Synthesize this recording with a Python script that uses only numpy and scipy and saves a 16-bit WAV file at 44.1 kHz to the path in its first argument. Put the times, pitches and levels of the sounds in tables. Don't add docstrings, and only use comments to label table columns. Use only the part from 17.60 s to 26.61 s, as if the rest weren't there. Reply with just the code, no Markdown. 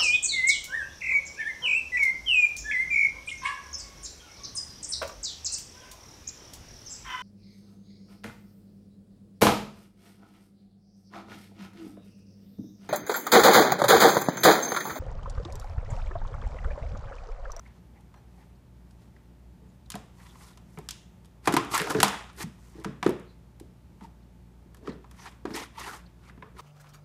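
import sys
import numpy as np
from scipy import signal
from scipy.fft import rfft, irfft
from scipy.io import wavfile

SR = 44100
rng = np.random.default_rng(int(sys.argv[2]) if len(sys.argv) > 2 else 0)


def master(y):
    cut = np.clip(np.atleast_2d(y).T, -1, 1)
    pcm = np.round(cut * 32767)
    wavfile.write(sys.argv[1], SR, pcm.astype(np.int16))


def to_linear_factor(level_db):
    exponent = np.asarray(level_db, float) / 20
    return 10 ** exponent


N = 397341


def band(x, low_hz, high_hz):
    return signal.sosfilt(signal.butter(2, [low_hz, high_hz], "band", fs=SR, output="sos"), x)


def rms_one(x):
    return x / np.sqrt(np.mean(x ** 2) + 1e-20)


def peak_one(x):
    return x / np.max(np.abs(x))


def at_hz(hz, points_hz, values):
    return np.interp(np.log(hz), np.log(points_hz), values)


def drift(rate_hz):
    knot_hz = 400
    knots = rng.standard_normal(int(N / SR * knot_hz) + 2)
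    r = np.exp(-2 * np.pi * rate_hz / knot_hz)
    slow = signal.lfilter([1], [1, -2 * r, r * r], np.tile(knots, 2))[len(knots):]
    return np.interp(np.arange(N) / SR * knot_hz, np.arange(len(slow)), rms_one(slow))


def ring(clicks, hz, t60_s):
    r, w = to_linear_factor(-60 / (t60_s * SR)), 2 * np.pi * hz / SR
    return signal.lfilter([0, np.sin(w)], [1, -2 * r * np.cos(w), r * r], clicks + 1e-18)


def resonances(x, peaks, patchy_db=0):
    out = 0
    for k, (hz, width_hz, level_db) in enumerate(peaks):
        r = np.exp(-np.pi * width_hz / SR)
        poles = [1, -2 * r * np.cos(2 * np.pi * hz / SR), r * r]
        patches_db = patchy_db * drift(20.0) if patchy_db else 0
        mode = signal.lfilter([1 - r * r, 0, r * r - 1], poles, x)
        out = out + (-1) ** k * to_linear_factor(level_db + patches_db) * mode
    return rms_one(out)


# start_s, peak_db, wall_hz, hardness_db
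TICKS = [(0.359, -66, 890, -20), (0.408, -64.5, 877, 7.5), (2.302, -38.5, 1954, 10),
         (2.354, -31, 670, -3.5), (3.174, -33.5, 1075, -29), (3.187, -37.5, 770.4, -3.5),
         (3.657, -67, 1500, 9.5), (4.048, -48.5, 1500, 4), (4.1457, -25.5, 925, 5.5), (4.178, -17, 2000, 0),
         (4.271, -25, 865, -12.5), (4.348, -20, 756, -25), (4.417, -34, 1500, 6.5),
         (4.4315, -6.5, 856, -2.5), (4.731, -60, 1620, 7), (3.657, -65, 1500, 9), (4.048, -53, 1502, 5.5),
         (5.239, -48, 1475, 1), (5.443, -37, 896.5, -4), (5.477, -37.5, 917, -5), (5.493, -32, 935, -2),
         (5.597, -54, 1515, 3), (5.999, -48, 838, 4.5), (7.146, -46, 1490, -1), (7.321, -49.5, 1310, -15.5),
         (7.512, -45.5, 972, -1), (8.776, -47, 937, -21), (8.824, -33, 915, -38)]
# start_s, peak_db, wall_hz, hardness_db
CLACKS = [(0.06, -49, 2050, -22), (0.541, -44.5, 706, -14), (1.309, -60, 645, 7), (1.564, -49.5, 1600, -13),
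          (2.26, -66, 820, 9), (2.319, -39.5, 1280, 12), (2.341, -30, 1000, -15), (2.974, -46.5, 721, 4),
          (3.288, -32.5, 1210, 10.5), (3.308, -38, 2040, 15), (3.647, -56.5, 899, 8),
          (3.857, -31.5, 1507, 0.5), (3.889, -34, 1000, -15), (4.402, -13.5, 1440, 0),
          (4.4445, -14.5, 1140, -1), (4.481, -20.5, 910, 1), (5.2456, -22.5, 963, -8.5),
          (5.428, -17.5, 900, -13), (5.464, -18, 1030, -10.5), (6.409, -45.5, 859, -14.5),
          (7.274, -28, 1010, -22), (7.443, -42, 940, -18.5), (7.657, -32.5, 1000, -15),
          (7.854, -27.5, 897, -13.5), (7.906, -35, 870, -17), (8.195, -36, 1024, 0.5),
          (8.697, -38.5, 1270, -23)]
# start_s, peak_db, wall_hz, hardness_db
RATTLES = [
    (3.874, -8.5, 850, -10),
    (3.924, -23.5, 1270, -1.5),
    (3.939, -15.5, 750, -6),
    (3.966, -9.5, 1060, -8),
    (4.3055, -18, 960, -7.5),
    (7.169, -53.5, 1122, 1.5),
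    (7.962, -30, 860, 0.5),
]
# start_s, peak_db, wall_hz, hardness_db
NICKS = [(3.932, -32.5, 1300, 3), (3.976, -18, 1500, -13), (4.152, -23.5, 1500, 3), (4.194, -21, 2000, -10),
         (4.2175, -15.5, 1610, -4.5), (4.299, -27.5, 1500, -0.5), (4.302, -25, 2200, 0),
         (4.43, -5.5, 820, 3), (4.623, -59, 1500, 9.5), (4.83, -34, 1400, 8.5), (5.2, -49.5, 1510, 2.5),
         (5.452, -46, 1000, -0.5), (5.507, -43, 1000, 2.5), (7.9536, -34, 1200, 0),
         (7.968, -30.5, 1900, -8.5), (10, -35.5, 1600, -3), (8.24, -35.5, 2000, -5), (9.2, -34, 1100, -8),
         (8.312, -36.5, 1600, -5.5), (8.339, -35.5, 1100, -10), (8.372, -42.5, 900, -12)]


def claws():
    kinds = [  # rows, top_db re hardness, chatter t60_s
        (TICKS, 1.1, 0.029), (CLACKS, -12, 0.029), (RATTLES, -4, 0.048), (NICKS, -1.5, 0.0059)]
    rise_s, top_lasts = 0.00069, 1.6
    out, t = np.zeros(N), np.arange(SR // 8) / SR
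    for rows, top_db, t60_s in kinds:
        for start_s, peak_db, wall_hz, hardness_db in rows:
            chatter = rng.standard_normal(len(t))
            force = chatter * to_linear_factor(-60 * t / t60_s) * np.minimum(t / rise_s, 1)
            force[8] += 5.0
            quick = force * to_linear_factor(-60 * t / (top_lasts * t60_s))
            tone = resonances(force, [(wall_hz, wall_hz * 0.4, 0), (1200, 1800, -7)])
            body = peak_one(band(tone, 450, 2700))
            edge = to_linear_factor(hardness_db + 4.0) * peak_one(band(force, 2900, 7900))
            top = to_linear_factor(hardness_db + top_db + 5.0) * peak_one(band(quick, 6140, 11400))
            blow = to_linear_factor(peak_db - 3.0) * (body + edge + top)
            i = round(start_s * SR)
            out[i:i + len(t)] += blow[:N - i]
    return out


# mode_hz, width_hz, level_db
WALL = [(728, 45, 10.5), (839, 11, 3.5), (970, 150, 1), (1060, 35, 8.5), (1274, 51, -6), (1410, 55, -8.5),
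        (1700, 44, -11), (2140, 40, -2.5), (2491, 17, -17), (2655, 110, 5), (3280, 77, -15),
        (3400, 54, -11.5)]


def wall(x, ring_db):
    return x + to_linear_factor(ring_db) * np.sqrt(np.mean(x ** 2)) * resonances(x + 1e-18, WALL)


# mode_hz, level_db, t60_s
TUB = [(88, -7, 0.048), (145, 0, 0.15), (200, -1, 0.31), (291, -3, 0.26), (330, 0, 0.19), (364, -6.5, 0.21),
       (434, 4, 0.24), (626, -12.5, 0.089), (670, -10.5, 0.088)]


def tub(starts_s, strengths_db):
    at = np.round(starts_s * SR).astype(int)
    out = 0
    for k, (mode_hz, level_db, t60_s) in enumerate(TUB):
        luck_db = 6.0 * rng.standard_normal(len(at))
        clicks = np.zeros(N)
        clicks[at] = to_linear_factor(strengths_db + level_db + luck_db) * (-1) ** k
        out = out + ring(clicks, mode_hz, t60_s)
    return signal.lfilter([0.08], [1, -0.92], out)


# start_s, peak_db (under 600 Hz), push_hz, share_db (left ringing in the tub)
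THUDS = [(2.02, -57, 180, 0), (2.342, -35, 201, -10), (3.174, -37.5, 160, -8), (3.875, -15, 369, -10),
         (3.877, -20.5, 435, -29), (3.882, -25, 151, -13), (3.9379, -13, 315, -25), (3.965, -34, 286, 6),
         (4.11, -42, 127, 0.5), (4.206, -37, 177, 0.5), (4.303, -28.5, 307, -13), (4.35, -35, 192, 5),
         (4.383, -27.5, 128, -25), (4.4292, -25.5, 461, -6.5), (4.804, -42.5, 340, -1.5),
         (4.838, -28, 172, -29), (5.153, -40, 315, -19), (5.183, -52, 421, 5.5), (5.255, -33.5, 198, -2.5),
         (5.284, -41, 182, -0.5), (5.425, -42.5, 176, 1.5), (5.462, -9, 361, -15.5),
         (5.49, -18.5, 365, -33.5), (6.01, -36.5, 333, -21.5), (6.415, -43, 210, -9.5),
         (7.06, -49.5, 284, -9), (7.23, -44.5, 260, -8), (7.279, -29, 374, -8), (7.291, -30, 229, -20),
         (7.851, -23, 354, -33), (7.866, -35.5, 340, -8), (7.897, -42, 330, -25), (7.906, -35.5, 213, -31),
         (7.924, -47, 260, -25), (7.942, -36, 285.4, -1), (8.701, -45.5, 201, -26),
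         (8.775, -44.5, 233, -14), (8.828, -45.5, 484, -12.5), (8.87, -60.5, 367, -0.5),
         (8.95, -57, 372, 0.5)]


def thuds():
    rows, out = np.array(THUDS), np.zeros(N)
    t = np.arange(SR // 4) / SR
    for start_s, peak_db, push_hz, share_db in THUDS:
        cycles = t * push_hz / 1.3
        push = (cycles * np.exp(1 - cycles)) ** 3.1
        panel = to_linear_factor(share_db - 4.5 - 60 * t / 0.38) * np.minimum(cycles, 1)
        thud = to_linear_factor(peak_db) * (push + panel) * np.sin(2 * np.pi * push_hz * t)
        i = round(start_s * SR)
        out[i:i + len(t)] += thud[:N - i]
    return out + tub(rows[:, 0], rows[:, 1] + rows[:, 3] - 5)


def stroke(fastest_s, level_db, rise_s, fall_s):
    t = np.arange(N // 32 + 1) * 32 / SR - fastest_s
    away = np.where(t < 0, -t / rise_s, t / fall_s)
    loss_db = 22 * np.minimum(away, 5) ** 1.5
    return to_linear_factor(2 * (level_db - loss_db))


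# fastest_s,
# level_db, rise_s, fall_s, top_db (re level)
SCRAPES = [(2.62, -58.5, 0.1, 0.26, -5), (2.85, -53.5, 0.18, 0.14, -6), (3.16, -66.5, 0.18, 0.069, -1),
           (3.25, -74, 0.099, 0.11, 3), (3.864, -43.5, 0.033, 0.071, -8), (4.15, -30, 0.038, 0.11, -3.5),
           (4.21, -32, 0.12, 0.085, -30), (4.275, -38, .04, 0.028, -15), (4.325, -54.5, 0.11, 0.12, 5),
           (4.38, -38.5, 0.1, 0.034, -26), (4.47, -40, 0.019, 0.26, -27), (4.82, -35, 0.058, 0.028, -6),
           (5.07, -65.5, 0.21, 0.25, -1), (5.191, -57.5, 0.083, 0.12, -14.5),
           (5.456, -39.5, 0.021, 0.0088, -57), (7.632, -53, 0.14, 0.17, -8),
           (7.665, -41, 0.032, 0.034, -21), (7.965, -35, 0.039, 0.093, -9.5),
           (8.031, -40.5, 0.097, 0.037, -15), (8.2, -43, 0.059, 0.15, -12.5), (8.281, -40, 0.13, 0.14, -11),
           (8.365, -49, 0.16, 0.032, -5.5), (8.691, -52, 0.11, 0.034, -16.5), (9.0, -45, 0.047, 0.025, -12)]
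# fastest_s, level_db, rise_s, fall_s, top_db (re level)
BRUSHES = [(.07, -62, 0.094, 0.042, -16), (.17, -68, 0.18, .05, -13), (.38, -81, .1, .05, -22),
           (.57, -72, .02, 0.073, -28), (.78, -66.5, 0.1, 0.18, -9), (1.3, -81, .04, .08, 3),
           (1.43, -65.5, 0.072, 0.085, -10), (4.118, -46, .015, .05, 6.5), (4.308, -33.5, .02, 0.027, -3.5),
           (5.205, -63, 0.025, 0.044, -5), (6.44, -57, 0.051, 0.046, -9), (7.275, -50.5, 0.045, 0.096, -35),
           (7.33, -66, 0.061, .05, -12), (7.9, -60, 0.019, 0.026, -6), (8.2, -52, .015, .02, 5.5)]
# fastest_s, level_db, rise_s, fall_s
SHOVES = [
    (3.195, -44.5, 0.03, 0.025),
    (4.219, -40.5, 0.12, 0.17),
    (4.335, -37, 0.15, 0.045),
    (4.38, -30.5, 0.055, 0.029),
    (5.19, -53, 0.055, 0.065),
    (5.45, -39, 0.019, 0.017),
    (7.279, -46.5, 0.098, 0.061),
    (7.94, -45, 0.093, 0.055),
]
# mode_hz, width_hz, level_db
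RUB_BANDS = [(773, 250, -6), (1060, 310, -1), (1400, 140, -2.5), (1880, 380, -5), (2940, 7100, -17)]
# mode_hz, width_hz, level_db
RUB_TOP = [(4326, 1800, 3), (6200, 3300, 6), (8800, 4200, 4.5), (12900, 3400, -3)]
# mode_hz, width_hz, level_db
RUB_TUB = [(335, 210, -0.5), (431.4, 84, 4), (580, 190, -12.5)]


def rubs():
    drone_db, slips_per_s = -12, 3500
    power = np.zeros((3, N // 32 + 1))
    for *row, top_db in list(SCRAPES) + list(BRUSHES):
        power += stroke(*row) * to_linear_factor([[0], [2 * top_db], [2 * drone_db]])
    for row in SHOVES:
        power[2] += stroke(*row)
    gains = np.repeat(np.sqrt(power), 32, axis=1)[:, :N]
    sizes = to_linear_factor(2.4 * np.minimum(rng.exponential(1, (2, N)), 4)) * rng.choice([-1, 1], (2, N))
    slips = sizes * (rng.random((2, N)) < slips_per_s / SR)
    low, top = slips * to_linear_factor([2.5 * drift(41.0), 0.6 * drift(45.0)])
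    layers = [band(resonances(low, RUB_BANDS, patchy_db=3.0), 550, 5600),
              resonances(top, RUB_TOP, patchy_db=0.9),
              resonances(low, RUB_TUB, patchy_db=-3.0)]
    return to_linear_factor(-1) * np.sum(gains * layers, axis=0)


# centre_s, level_db (rms), pitch_hz, length_s
SQUEAKS = [(0.064, -56, 2050, 0.027), (0.371, -66, 2040, 0.05), (0.378, -64.5, 810, 0.088),
           (0.575, -61, 820, 0.071), (0.578, -68, 1680, 0.039), (0.796, -67, 770, 0.16),
           (.8, -78, 1900, 0.15), (0.96, -80, 4500, 0.045), (2.1, -77, 6800, 0.036),
           (2.262, -66, 3900, .012), (2.705, -58, 3400, 0.056), (2.935, -60, 3680, 0.016),
           (4.148, -29, 7700, 0.011), (6.42, -55.5, 910, 0.054), (6.451, -44.5, 910, 0.017),
           (6.465, -60.5, 760, .03), (5.7, -68.5, 4150, 0.095), (6.63, -72, 4280, 0.015),
           (7.302, -58.5, 3990, .015), (7.322, -60, 4000, 0.011), (7.616, -59, 5900, 0.081),
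           (7.943, -42, 5160, 0.014), (7.95, -50, 6400, .015), (7.953, -41.5, 4000, .012),
           (7.956, -42.5, 7500, 0.0096), (8.0, -47, 5800, 0.024), (8.036, -51, 6200, .012),
           (8.183, -38, 915, 0.017), (8.203, -52, 6200, .012), (8.243, -48.5, 2800, 0.014),
           (8.467, -63.5, 4300, 0.019), (8.67, -63, 2200, .04), (8.7, -59, 2030, .012),
           (8.826, -47, 2082, 0.0076)]


def squeaks():
    out, t = np.zeros(N), np.arange(-SR // 10, SR // 10) / SR
    for centre_s, level_db, pitch_hz, length_s in SQUEAKS:
        source = rng.standard_normal(len(t))
        if pitch_hz * length_s < 30:
            source = source + 4 * np.sin(2 * np.pi * pitch_hz * t)
        near = band(source, pitch_hz * 0.8, pitch_hz * 1.25)
        tone = resonances(near, [(pitch_hz, pitch_hz * 0.1, 0)])
        swell = to_linear_factor(level_db) * np.exp(-8 * (t / length_s) ** 2) * tone
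        at = np.round((centre_s + t) * SR).astype(int)
        out[at[at >= 0]] += swell[at >= 0]
    return out


# band_hz, t60_s, level_db
ROOM = [(119.1, 0.41, 2.5), (256.3, .3, -1), (680, 0.45, -1), (2640, 0.52, 1.56), (3710, .36, 0.5),
        (5250, 0.49, -3.5), (7474, 0.41, -5.5), (12800, 0.2, -12.5)]


def room(x):
    edges_hz = 82 * 2 ** np.arange(0, 7.6, 0.5)
    white, out = rng.standard_normal((2, N)), 0
    hz, t60_s, level_db = np.transpose(ROOM)
    late = np.concatenate([np.zeros(round(0.0011 * SR)), x])[:N]
    for k, (low, high) in enumerate(zip(edges_hz, edges_hz[1:])):
        keep = to_linear_factor(-120 / (at_hz(low, hz, t60_s) * SR))
        energy = signal.lfilter([1 - keep], [1, -keep], band(late, low, high) ** 2 + 1e-18)
        noise = rms_one(band(white[k % 2], low, high))
        out = out + to_linear_factor(at_hz(low, hz, level_db)) * np.sqrt(energy) * noise
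    return out - 0.3 * band(out, 3850, 5000) - 0.5 * band(out, 9800, 12000)


# line_hz, level_db (rms)
HUM = [(59.2, -57.5), (118.4, -62.5), (177.6, -65.5), (360.7, -77), (586.8, -84), (705.2, -89),
       (877.5, -79.5)]
# band_hz, density_db (per Hz)
FLOOR = [(20, -33.5), (40, -15), (60, -1.5), (90, -8), (120, -11), (180, -6.5), (260, -15), (350, -19.5),
         (480, -24), (870, -27.5), (1340, -33), (4000, -41.5), (15000, -49), (16500, -61.5)]


def background():
    t, hum = np.arange(N) / SR, 0
    for line_hz, level_db in HUM:
        waver_db = 1.0 + 0.69 * drift(3.3)
        hum = hum + np.sqrt(2) * to_linear_factor(level_db + waver_db) * np.cos(2 * np.pi * line_hz * t)
    hz = np.maximum(np.fft.rfftfreq(N, 1 / SR), 1)
    colour = to_linear_factor(at_hz(hz, *np.transpose(FLOOR)))
    air = irfft(rfft(rng.standard_normal(N)) * colour, N)
    return hum + to_linear_factor(-55.5 + 0.32 * drift(2.8)) * rms_one(air)


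def scene():
    blows = wall(claws(), ring_db=-5.5) + thuds()
    friction = rubs() + squeaks()
    echo = room(to_linear_factor(-7.0) * blows + to_linear_factor(-13.5) * friction)
    return (blows + friction + echo + background())[None]


def low_pass(x):
    return signal.sosfilt(signal.butter(12, 17110, fs=SR, output="sos"), x)


def record(dry):
    rounded = 1.287 * np.tanh(dry / 1.263)
    top_cut = signal.cheby2(16, 30, 15700, fs=SR, output="sos")
    mix = signal.sosfilt(top_cut, rounded)
    return low_pass(mix)


dry = scene()
out = record(dry)
master(out)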